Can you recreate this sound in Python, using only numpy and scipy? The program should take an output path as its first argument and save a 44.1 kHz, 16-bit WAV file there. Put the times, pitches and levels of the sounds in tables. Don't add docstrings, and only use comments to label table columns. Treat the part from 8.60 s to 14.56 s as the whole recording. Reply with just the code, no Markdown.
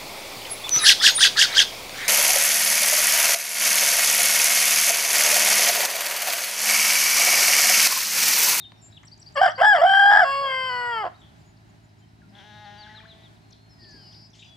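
import sys
import numpy as np
from scipy import signal
from scipy.fft import rfft, irfft
from scipy.io import wavfile
from scipy.ndimage import uniform_filter1d

SR = 44100
rng = np.random.default_rng(int(sys.argv[2]) if len(sys.argv) > 2 else 0)


def log_audio(samples):
    frames = np.atleast_2d(samples).T
    limited = np.clip(frames, -1, 1)
    pcm = np.round(limited * 32767).astype(np.int16)
    wavfile.write(sys.argv[1], SR, pcm)


def magnitude_from_level(level_db):
    exponent = np.asarray(level_db, float) / 20
    return 10 ** exponent


N = 262836
T = np.arange(N) / SR
F = np.fft.rfftfreq(N, 1 / SR)

# (time [s], pitch [Hz], level [dB], beak opening [dB])
SHORT_CALLS = [
    [(.745, 651.8, -35.5, 1.5), (.775, 540.8, -20.5, -1.5), (.809, 616.5, -19, -5), (.812, 675, -27, 3),
     (.816, 778.7, -11.5, -4), (.86, 768, -13.5, 4), (.884, 587.4, -21, 2), (.95, 724.6, -50.5, 3.5)],
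    [(.98, 495.9, -31, 0), (1.008, 560.8, -19, -4), (1.016, 700, -13, -2), (1.031, 824.2, -12.5, -7.5),
     (1.079, 854.8, -11.5, -1), (1.125, 816.5, -12.5, -1.5), (1.16, 667.3, -15.5, 0), (1.192, 563, -22, -4),
     (1.209, 590, -19, -2)],
    [(1.21, 572.6, -36.5, -2.5), (1.216, 650, -12.5, -9), (1.256, 725, -10, -8), (1.266, 772, -16, -0.5),
     (1.385, 792, -13, 1), (1.5, 812.3, -11.5, -0.5), (1.6, 855.4, -12, 2), (1.634, 698.4, -14.5, 2.5),
     (1.644, 667, -16, 1)],
]
LONG_CALL = [
    [(1.646, 547.7, -24.5, 0.5), (1.817, 555.2, -24, -3), (1.93, 523.6, -25.5, 3.5),
     (2.085, 515.3, -26.5, 5), (2.301, 492.2, -27, -3), (2.383, 454, -26.5, -0.5),
     (2.427, 425.6, -28.5, -9.5), (2.441, 387, -26.5, -15.5), (2.471, 358.3, -26, -15)],
]
CROW = SHORT_CALLS + LONG_CALL
# (start [s], end [s], roughness [0-1], rattle rate [Hz])
HOARSE = [(.74, .775, .2, 90), (.812, .95, .36, 46), (.975, 1.01, .24, 90), (1.01, 1.065, .38, 58),
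          (1.145, 1.195, .36, 90), (1.215, 1.255, .3, 60), (1.26, 1.495, .15, 36), (1.333, 1.35, .45, 90),
          (1.38, 1.4, .33, 90), (1.498, 1.62, .42, 88), (1.66, 1.96, .055, 40), (2.435, 2.55, .38, 80)]
DOUBLING_S = 2.093


def on_hz(table, hz=F):
    f, v = np.transpose(table)
    return np.interp(np.log(hz + 1), np.log(f + 1), v)


def band(x, lo_hz, hi_hz):
    return signal.sosfilt(signal.butter(4, [lo_hz, hi_hz], "bandpass", fs=SR, output="sos"), x)


def unit(x):
    return x / np.sqrt(np.mean(x ** 2))


def flutter(count, lo_hz, hi_hz):
    rates = signal.butter(2, [lo_hz, hi_hz], "bandpass", fs=SR, output="sos")
    return unit(signal.sosfilt(rates, rng.standard_normal(count)))


def fade(t, t0, t1, edge):
    return np.clip(np.minimum(t - t0, t1 - t) / edge + .5, 0, 1)


def add(out, s, sound):
    i = int(s * SR)
    sound = sound[max(-i, 0):N - i]
    out[max(i, 0):max(i, 0) + len(sound)] += sound


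def crow():
    # (frequency [Hz], level [dB])
    beak_wide = [(210, -77.5), (350, -52), (499, -34), (694, 8.5), (804, 0), (1010, -12), (1430, -9),
                 (1630, 5.5), (1890, -7), (2200, -22.5), (2540, -41.5), (2870, -26), (3120, -6),
                 (3800, -42), (4180, -47.5), (4910, -21), (5700, -35.5)]
    # (frequency [Hz], level [dB])
    beak_long = [(300, -13.5), (560, -9), (750, 0), (1080, -3.5), (1300, -3.5), (1600, -5), (2100, -4.5),
                 (2400, -31.5), (2800, -11), (3250, -8), (3450, -44), (4080, -48), (4450, -18.5),
                 (5030, -20), (5500, -38.5)]
    # (time [s], centre [Hz], depth [dB])
    pocket = [
        (1.64, 2200, 0),
        (1.655, 2200, -14),
        (1.71, 2150, -16),
        (1.73, 1700, -11),
        (1.81, 1650, -11),
        (1.845, 2150, -9),
        (1.9, 2200, 0),
    ]
    # (offset [dB], share of the beak opening [0-1])
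    groups = [
        (0, 0.05),
        (0.101, 0.9),
        (0.1, .9),
        (0.1, 0.7),
    ]
    group_edges_hz = [300, 1250, 2400, 3800, 17000]
    chest_below_hz, pocket_width_hz = 700, 330

    rows = np.vstack(CROW)
    span = slice(int(.7 * SR), int(2.55 * SR))
    t = T[span]
    hz, db, open_db = (np.interp(t, rows[:, 0], column) for column in rows.T[1:])
    rough, half = hoarseness(t)
    hz = hz * (1 - 0.028 * fade(t, DOUBLING_S, 9, .006))

    low_register = np.clip((640 - hz) / 60, 0, 1) * np.clip((hz - 350) / 70, .55, 1)
    chest_db = 3 * low_register * fade(t, 0, 2.1, .15) + 4.5 * low_register * (t < 1.3)
    pocket_s, *pocket_columns = np.transpose(pocket)
    pocket_hz, pocket_db = (np.interp(t, pocket_s, column) for column in pocket_columns)

    chop = rattle(t)
    hz = hz * (1 + 0.059 * (chop - 1) * fade(t, 1.4, 1.5, 0.016))
    voice = 0
    for beak, tube, share in ((beak_wide, .7, 1 - low_register), (beak_long, .5, low_register)):
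        def membrane_db(f):
            swallowed_db = pocket_db * np.exp(-((f - pocket_hz) / pocket_width_hz) ** 2)
            return (1 - tube) * throat(beak, f) + chest_db * (f < chest_below_hz) + swallowed_db

        source = share * folds(hz, rough, half, membrane_db, 9700, breath_db=-40.0 + 28.5 * rough)
        rush = share * breath(rough, hz, low_register, count=len(t))
        colour_db = throat(beak, np.fft.rfftfreq(len(t), 1 / SR))
        coloured = rfft(source * chop) * magnitude_from_level(tube * colour_db) + rfft(rush * chop) * magnitude_from_level(colour_db)
        voice = voice + irfft(coloured, len(t))

    voice = sum(band(voice, lo, hi) * magnitude_from_level(group_db + share * open_db)
                for lo, hi, (group_db, share) in zip(group_edges_hz, group_edges_hz[1:], groups))
    power = uniform_filter1d(uniform_filter1d(voice ** 2, size=1300), size=1300)
    out = np.zeros(N)
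    out[span] = voice / np.sqrt(power + 1e-12) * magnitude_from_level(db)

    sag = np.clip((T - 2.1) / .2, 0, 1)
    tight = signal.sosfiltfilt(signal.butter(4, 470, "highpass", fs=SR, output="sos"), out)
    out = sag * out + (1 - sag) * tight
    syllables = fade(T, .756, 0.94, 0.0077) + fade(T, 0.98, 2.5, 0.012)
    return out * syllables * fade(T, 0, 2.478, .03)


def hoarseness(t):
    clear = [
        .14,
        .075,
        .12,
        .025,
    ]
    syllable = np.searchsorted([call[0][0] for call in CROW], t) - 1
    rough = np.array(clear)[np.clip(syllable, 0, 3)]
    for t0, t1, much, _ in HOARSE:
        rough = np.maximum(rough, much * fade(t, t0, t1, .025))
    return rough, .55 * rough + .085 * fade(t, DOUBLING_S, 9, .012)


def folds(hz, rough, half, gain_db, top_hz, breath_db):
    count = len(hz)
    wander = 1.5 * flutter(count, 18, 70) + .75 * rough * flutter(count, 70, 400)
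    phase = 2 * np.pi * np.cumsum(hz) / SR + rough * wander
    out = 0
    for k in range(1, int(top_hz / hz.min())):
        alternate = 1 + 2 * half * np.cos(phase / 2) / (1 + (k * hz / 2600) ** 4)
        smear = uniform_filter1d(rng.standard_normal(count), size=60) * np.sqrt(60)
        air = magnitude_from_level(np.minimum(breath_db + 9 * np.log2(k), -5)) * smear
        steps = rng.standard_normal(count // 5000 + 2)
        swell_db = 2.5 * np.interp(np.arange(count) / 5000, np.arange(len(steps)), steps)
        strength = magnitude_from_level(gain_db(k * hz) + swell_db) * (k * hz < top_hz)
        out = out + strength * (alternate + air) * np.cos(k * phase + k * k / 3)
    shake = .6 * flutter(count, 28, 80) + 2 * rough * flutter(count, 80, 250)
    return out * (1 + .8 * np.tanh(1.3 * rough * shake))


def throat(low, hz):
    # (frequency [Hz], level [dB])
    beak_top = [(6000, -31), (6700, -40), (7700, -16), (8200, -35), (8750, -24), (9500, -37),
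                (10500, -35.5), (11500, -39.5), (12000, -37), (12700, -45), (13800, -32.5), (14700, -37),
                (15400, -52)]
    low = [row for row in low if row[0] < 5800]
    return on_hz(low + [(f, db - 15.5) for f, db in beak_top], hz)


def breath(rough, hz, low_register, count):
    puff = 1 + 0.71 * np.cos(2 * np.pi * np.cumsum(hz) / SR)
    f = np.fft.rfftfreq(count, 1 / SR)
    tilt_db = 4 * np.log2(f / 2000 + 0.044)
    air = irfft(rfft(rng.standard_normal(count)) * magnitude_from_level(tilt_db), count)
    hiss = band(air, 9400, 16500) * magnitude_from_level(-3 + 7 * low_register)
    return puff * (air * magnitude_from_level(-23.5 + 15 * rough) + hiss)


def rattle(t):
    out = np.ones(len(t))
    for t0, t1, much, rate_hz in HOARSE:
        flap = np.cos(2 * np.pi * rate_hz * (t - t0 - .006) + .5 * flutter(len(t), 10, 40))
        out = out * (1 + np.minimum(0.88 * much, .9) * fade(t, t0, t1, 0.0072) * flap)
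    return out


def sheep():
    # (time [s], pitch [Hz], level [dB])
    bleat = [
        (3.72, 192, -61),
        (3.782, 206, -56.5),
        (3.81, 189.8, -54.5),
        (3.845, 209, -56),
        (4.044, 209.6, -55),
        (4.062, 203.8, -53),
        (4.33, 213.4, -56),
        (4.476, 221.7, -62),
        (4.7, 217, -65.5),
    ]
    # (frequency [Hz], level [dB])
    mouth = [(210, -10), (420, -20.5), (620, -14.5), (840, -1.5), (1050, -20.5), (1260, -19), (1460, -12),
             (1670, -9), (2100, -14), (2500, -26.5), (2950, -15.5), (3900, -17.5), (4700, -31),
             (5400, -28.5), (6300, -32.5), (7000, -44)]
    # (frequency [Hz], level [dB])
    nose = [(420, -15), (650, -2), (870, -16), (1500, -23), (1950, -8), (2400, -20.5), (3500, -11),
            (7000, -37)]
    s, *columns = np.transpose(bleat)
    span = slice(int(s[0] * SR), int(s[-1] * SR))
    t = T[span]
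    hz, db = (np.interp(t, s, column) for column in columns)
    hz = hz * (1 + .0045 * flutter(len(hz), 8, 20))
    bright_db = 2 - 0.5 * (t - s[0])
    shut = fade(t, 4.41, 9, 0.11)
    rough = .012 + .05 * np.exp(-((t - 3.78) / .04) ** 2)

    def colour_db(f):
        opened = on_hz(mouth, f) + bright_db * (f > 2300)
        return (1 - shut) * opened + shut * on_hz(nose, f)

    voice = folds(hz, rough, 0, colour_db, 7000, breath_db=-50.0)
    out = np.zeros(N)
    out[span] = voice * magnitude_from_level(db + 4.0) * np.sqrt(2) * fade(t, s[0] + 0.019, s[-1] - .02, 0.051)
    return out


def whistle(hz, db, u, lean, roundness):
    swell = np.sin(np.pi * u ** lean) ** roundness
    return np.sqrt(2) * magnitude_from_level(db) * swell * np.sin(2 * np.pi * np.cumsum(hz) / SR)


def songbirds():
    # (time [s], length [s], first [Hz], last
    # [Hz], level [dB])
    slides = [(0, .06, 4430, 2830, -50.5), (.31, .013, 4900, 5500, -64), (2.538, .022, 3550, 4000, -62),
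              (2.558, .009, 3950, 4630, -62), (3.088, .025, 6750, 7150, -72), (3.232, .03, 6850, 7200, -72),
              (3.385, .035, 6950, 7150, -73), (2.814, .01, 5200, 4500, -66), (2.59, 0.026, 6900, 7770, -72),
              (3.617, 0.0079, 1840, 1395, -57.5), (3.62, 0.21, 196.5, 199, -56),
              (4.263, 0.015, 1740, 1430, -48.5), (4.284, 0.016, 1500, 1920, -56),
              (4.347, 0.0088, 1490, 1850, -46.5), (4.401, 0.0069, 2060, 1490, -46),
              (4.452, 0.012, 1380, 1820, -49), (4.79, 0.4, 4246, 4230, -71.5),
              (5.093, 0.062, 5470, 4950, -60), (5.176, 0.25, 1917, 1552, -59.5),
              (5.36, 0.14, 3340, 2750, -65), (5.503, 0.03, 2850, 3500, -68),
              (5.793, 0.013, 6760, 7250, -60), (5.802, 0.015, 7100, 7500, -67),
              (5.79, 0.028, 3970, 2960, -64), (5.823, 0.027, 2550, 3200, -58),
              (5.848, 0.021, 3150, 2400, -58)]
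    # (time after its start [s], length [s], first [Hz], last [Hz], level [dB])
    phrase = [
        (0, .009, 4880, 7976, -61),
        (0.022, 0.013, 7070, 8200, -55.5),
        (0.041, 0.015, 5845, 5620, -53.5),
        (0.052, .007, 5614, 4190, -51),
        (.087, .009, 4230, 4700, -51),
        (.093, .015, 4680, 4780, -48.5),
        (.106, .005, 5196, 4250, -51.5),
        (.113, .005, 5170, 4250, -51.5),
    ]
    # (time [s], level [dB])
    phrase_starts = [
        (.428, 1.5),
        (.574, 2.5),
        (.72, 1),
        (.866, 3.5),
    ]
    # (time [s], length [s], first [Hz], level [dB])
    held = [(-.06, 0.16, 3750, -47), (.163, .074, 5590, -68), (0.588, .08, 5560, -68),
            (0.214, 0.072, 7200, -56), (0.314, 0.078, 3920, -61), (2.565, 0.05, 3850, -67),
            (2.78, .05, 7440, -74), (2.854, 0.0692, 7000, -70.5), (2.83, 0.062, 6870, -75),
            (3.408, 0.053, 3160, -69.5), (4.177, 0.043, 4702, -52.5), (4.288, 0.039, 1975, -52.5),
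            (4.406, .014, 2430, -54), (3.625, 0.029, 1430, -63.5), (5.164, 0.095, 5110, -61),
            (5.793, 0.055, 3690, -61), (5.853, .14, 3440, -56), (5.835, 0.068, 4930, -63),
            (5.9, 0.058, 4800, -68.5)]
    # (time [s], first [Hz], last [Hz], level [dB])
    chips = [(2.969, 5650, 4020, -63.5), (4.905, 7600, 4560, -58), (4.925, 6280, 3890, -52),
             (5.288, 8000, 5200, -64), (5.307, 7100, 5070, -58.5), (5.317, 6300, 5160, -62),
             (5.521, 6800, 5260, -67), (5.529, 6300, 5500, -63), (5.541, 4800, 3400, -55),
             (5.701, 7100, 5130, -62.5), (5.716, 6300, 5030, -66), (5.731, 6100, 4930, -59),
             (5.746, 6200, 5130, -65.5), (5.845, 6500, 5100, -64), (5.86, 6500, 5200, -68),
             (5.876, 6500, 5100, -66), (5.891, 6400, 5100, -67), (5.949, 8050, 7660, -73.5)]
    # (time [s], length [s], edge [Hz], middle [Hz], level [dB])
    bows = [
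        (0.214, 0.086, 7680, 7430, -55.5),
        (4.369, .03, 1660, 1180, -59.5),
        (4.426, 0.03, 1780, 1033, -57),
        (5.655, 0.032, 7950, 7600, -77),
        (5.816, 0.02, 3510, 3800, -57),
    ]
    # (time [s], level [dB])
    hooks = [
        (.366, -46.5),
        (5.236, -60.5),
        (5.522, -58),
        (5.731, -57),
    ]
    hook_hz = [
        3680,
        3330,
        2590,
    ]
    # (time [s], length [s], first [Hz], level [dB])
    falls = [
        (4.04, .045, 4620, -56.5),
        (4.2, 0.059, 4650, -50),
        (4.345, 0.058, 4210, -49),
        (4.476, 0.064, 4130, -51),
        (4.625, 0.059, 3950, -56.5),
        (4.747, 0.039, 4210, -67.5),
    ]

    slides = slides + [(s + after, length, a, c, db + more)
                       for s, more in phrase_starts for after, length, a, c, db in phrase]
    slides += [(s, length, hz, 0.97 * hz, db) for s, length, hz, db in held]
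    slides += [(s, .011, a, c, db) for s, a, c, db in chips]
    notes = [(s, length, a, (a + c) / 2, c, db) for s, length, a, c, db in slides]
    notes += [(s, length, a, b, a, db) for s, length, a, b, db in bows]
    notes += [(s, 0.018, *hook_hz, db) for s, db in hooks]

    out = np.zeros(N)
    for s, length, first, db in falls:
        u = np.arange(int(length * SR)) / (length * SR)
        hz = first + (3170 - first) * np.sin(np.pi / 2 * u ** 1.3) ** 2
        add(out, s, whistle(hz, db, u, 1.25, .6))
    for s, length, a, b, c, db in notes:
        u = np.arange(int(length * SR)) / (length * SR)
        hz = a * (1 - u) * (1 - 2 * u) + 4 * b * u * (1 - u) + c * u * (2 * u - 1)
        add(out, s, whistle(hz, db, u, 1.1, 0.49))
    return out


def trill():
    # (time [s], carrier [Hz], buzz rate [Hz])
    buzzing = [
        (5.201, 4710, 331),
        (5.224, 4730, 331),
        (5.26, 4560, 328),
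        (5.311, 4710, 324),
        (5.675, 4960, 319),
    ]
    s, *columns = np.transpose(buzzing)
    hz, buzz_hz = (np.interp(T, s, column) for column in columns)
    buzz = 2 * np.pi * np.cumsum(buzz_hz * (1 + 0.023 * flutter(N, 10, 60))) / SR
    shake_hz = 20 + 55 * np.exp(-((T - s[0]) / .07) ** 2)
    hz = hz + flutter(N, 27.0, 194) * shake_hz
    carrier = np.sin(2 * np.pi * np.cumsum(hz) / SR + 1.07 * np.sin(buzz))
    return carrier * (1 + 0.14 * np.cos(buzz)) * magnitude_from_level(-50.5) * fade(T, s[0], s[-1], 0.041)


def ticks():
    # (time [s], length [s], centre [Hz], width [Hz], level [dB])
    bursts = [(0.121, 0.0052, 680, 500, -42.5), (.119, .004, 2800, 3600, -44),
              (.433, 0.01, 1600, 1212, -47.5), (0.323, 0.032, 3900, 900, -56), (1.8, .2, 620, 280, -42),
              (2.61, 0.075, 3370, 600, -54), (2.385, .004, 12000, 6000, -66),
              (4.183, .003, 9500, 2500, -68), (.012, .003, 7500, 3500, -64), (3.29, .02, 5100, 670, -69),
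              (3.385, .025, 5250, 600, -69), (3.488, .015, 5300, 600, -67), (3.69, .03, 5150, 500, -65),
              (3.58, 0.14, 220, 160, -54.5), (3.75, .014, 3420, 400, -52), (3.785, .03, 3400, 600, -50),
              (4.917, 0.067, 3800, 1130, -57), (5.22, 0.11, 300, 180, -55), (5.34, 0.052, 300, 200, -51.5),
              (5.738, .14, 4500, 4920, -55.5), (5.785, 0.079, 3500, 897, -50),
              (5.82, 0.045, 2700, 704, -51.5)]
    out = np.zeros(N)
    for s, length, hz, width, db in bursts:
        u = np.arange(int(3 * length * SR)) / (length * SR)
        grain = unit(band(rng.standard_normal(SR), hz - width / 2, hz + width / 2))[-len(u):]
        add(out, s, magnitude_from_level(db) * grain * np.minimum(8 * u, 1) * np.exp(-1.5 * u))
    return out


def echo(x, t60, db):
    t = T[:SR]
    tail = rng.standard_normal((2, SR)) * np.exp(-np.log(1000) * t / t60) * (t > .012)
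    tail = signal.sosfilt(signal.butter(1, 5000, fs=SR, output="sos"), tail)
    tail = tail / np.sqrt(np.sum(tail[0] ** 2))
    return signal.fftconvolve(x[None], tail, axes=1)[:, :N] * magnitude_from_level(db)


def diesel():
    cylinder_db = [
        -4.5,
        -8,
        -7,
        -3.5,
    ]
    # (frequency [Hz], level [dB per Hz])
    exhaust = [(26, -39), (45, -10), (110, 6.5), (167, -1), (318, -11.5), (450, -20), (580, -47),
               (990, -120)]
    firing_hz = 54.15
    chance = rng.standard_normal((400, 2))
    turns = np.cumsum(1 + .008 * chance[:, 0]) + np.resize([0, .04, 0, -.03], 400)
    at = (turns * SR / firing_hz).astype(int) - 600
    strength = magnitude_from_level(np.resize(cylinder_db, len(at)) + 1.5 * chance[:, 1])
    keep = (at >= 0) & (at < N)
    pulses = np.zeros(N)
    pulses[at[keep]] = strength[keep]
    return unit(irfft(rfft(pulses) * magnitude_from_level(on_hz(exhaust)) * (F < 450), N)) * magnitude_from_level(-55.5)


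def yard():
    # (frequency [Hz], level [dB per Hz])
    air = [(18, -51.5), (30, -16.5), (111, -9.5), (237, -15.5), (410, -20), (492, -39), (607, -21),
           (852, -22), (1170, -29.5), (1510, -26), (3590, -36), (3990, -35), (4310, -34.5), (6900, -42),
           (15500, -52)]
    # (frequency [Hz], likeness [-1 to 1])
    likeness = [
        (60, 1),
        (130, 0.82),
        (290, -0.2),
        (640, 0.31),
        (1410, -0.6),
        (3100, 0.46),
        (6820, 0.21),
        (15000, -0.37),
    ]
    alike = np.clip(on_hz(likeness), -.99, .99)
    mid, side = (rfft(rng.standard_normal(N)) * magnitude_from_level(on_hz(air)) * np.sqrt(1 + sign * alike)
                 for sign in (1, -1))
    sides = irfft(np.array([mid + side, mid - side]), N)
    return unit(sides) * magnitude_from_level(-55 + 1.2 * flutter(N, .3, 2.6))


def place(x, pan_db):
    return x * magnitude_from_level(np.array([[pan_db], [-pan_db]]) / 2)


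def at_microphone(cock):
    # (frequency [Hz], level [dB])
    port_db = [(60, -9), (110, -8), (200, -7.5), (380, 2.5), (700, -2.5), (1290, 3), (2380, 6.5),
               (4400, 1.5), (8120, 1.5), (15000, -1)]
    # (frequency [Hz], phase [radians])
    port_rad = [(0, 0), (1980, 1.49), (2580, 0.48), (3100, 0.17), (5430, 0.68), (6630, 1.4), (9040, 0.98),
                (10600, 1.2), (12000, 1.5), (15200, 2)]
    port = magnitude_from_level(on_hz(port_db) / 2) * np.exp(.5j * np.interp(F, *np.transpose(port_rad)))
    return irfft(rfft(cock) * np.array([port, 1 / port]), N)


def scene():
    cock, far = crow(), sheep()
    song = songbirds() + trill() + ticks()
    echoes = echo(cock, .22, -20) + echo(band(cock, 1000, 6000), .6, -24)
    echoes = echoes + echo(song, 0.41, -11.0) + echo(far, .5, -15)
    around = place(far, 5.9) + place(song, 4.0) + place(diesel(), -0.94)
    return at_microphone(cock) + around + echoes + yard()


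def low_pass(x):
    return signal.sosfilt(signal.butter(12, 15670, fs=SR, output="sos"), x)


def record(dry):
    # (frequency [Hz], level [dB])
    drive = [
        (3905, -80),
        (4230, -88.5),
    ]
    whine = sum(magnitude_from_level(db) * np.sqrt(2) * np.sin(2 * np.pi * hz * T) for hz, db in drive)
    rounded = np.tanh(.85 * dry) / .85
    bass_cut = signal.butter(6, 47, "highpass", fs=SR, output="sos")
    mix = signal.sosfilt(bass_cut, rounded + whine)
    return low_pass(mix)


dry = scene()
out = record(dry)
log_audio(out)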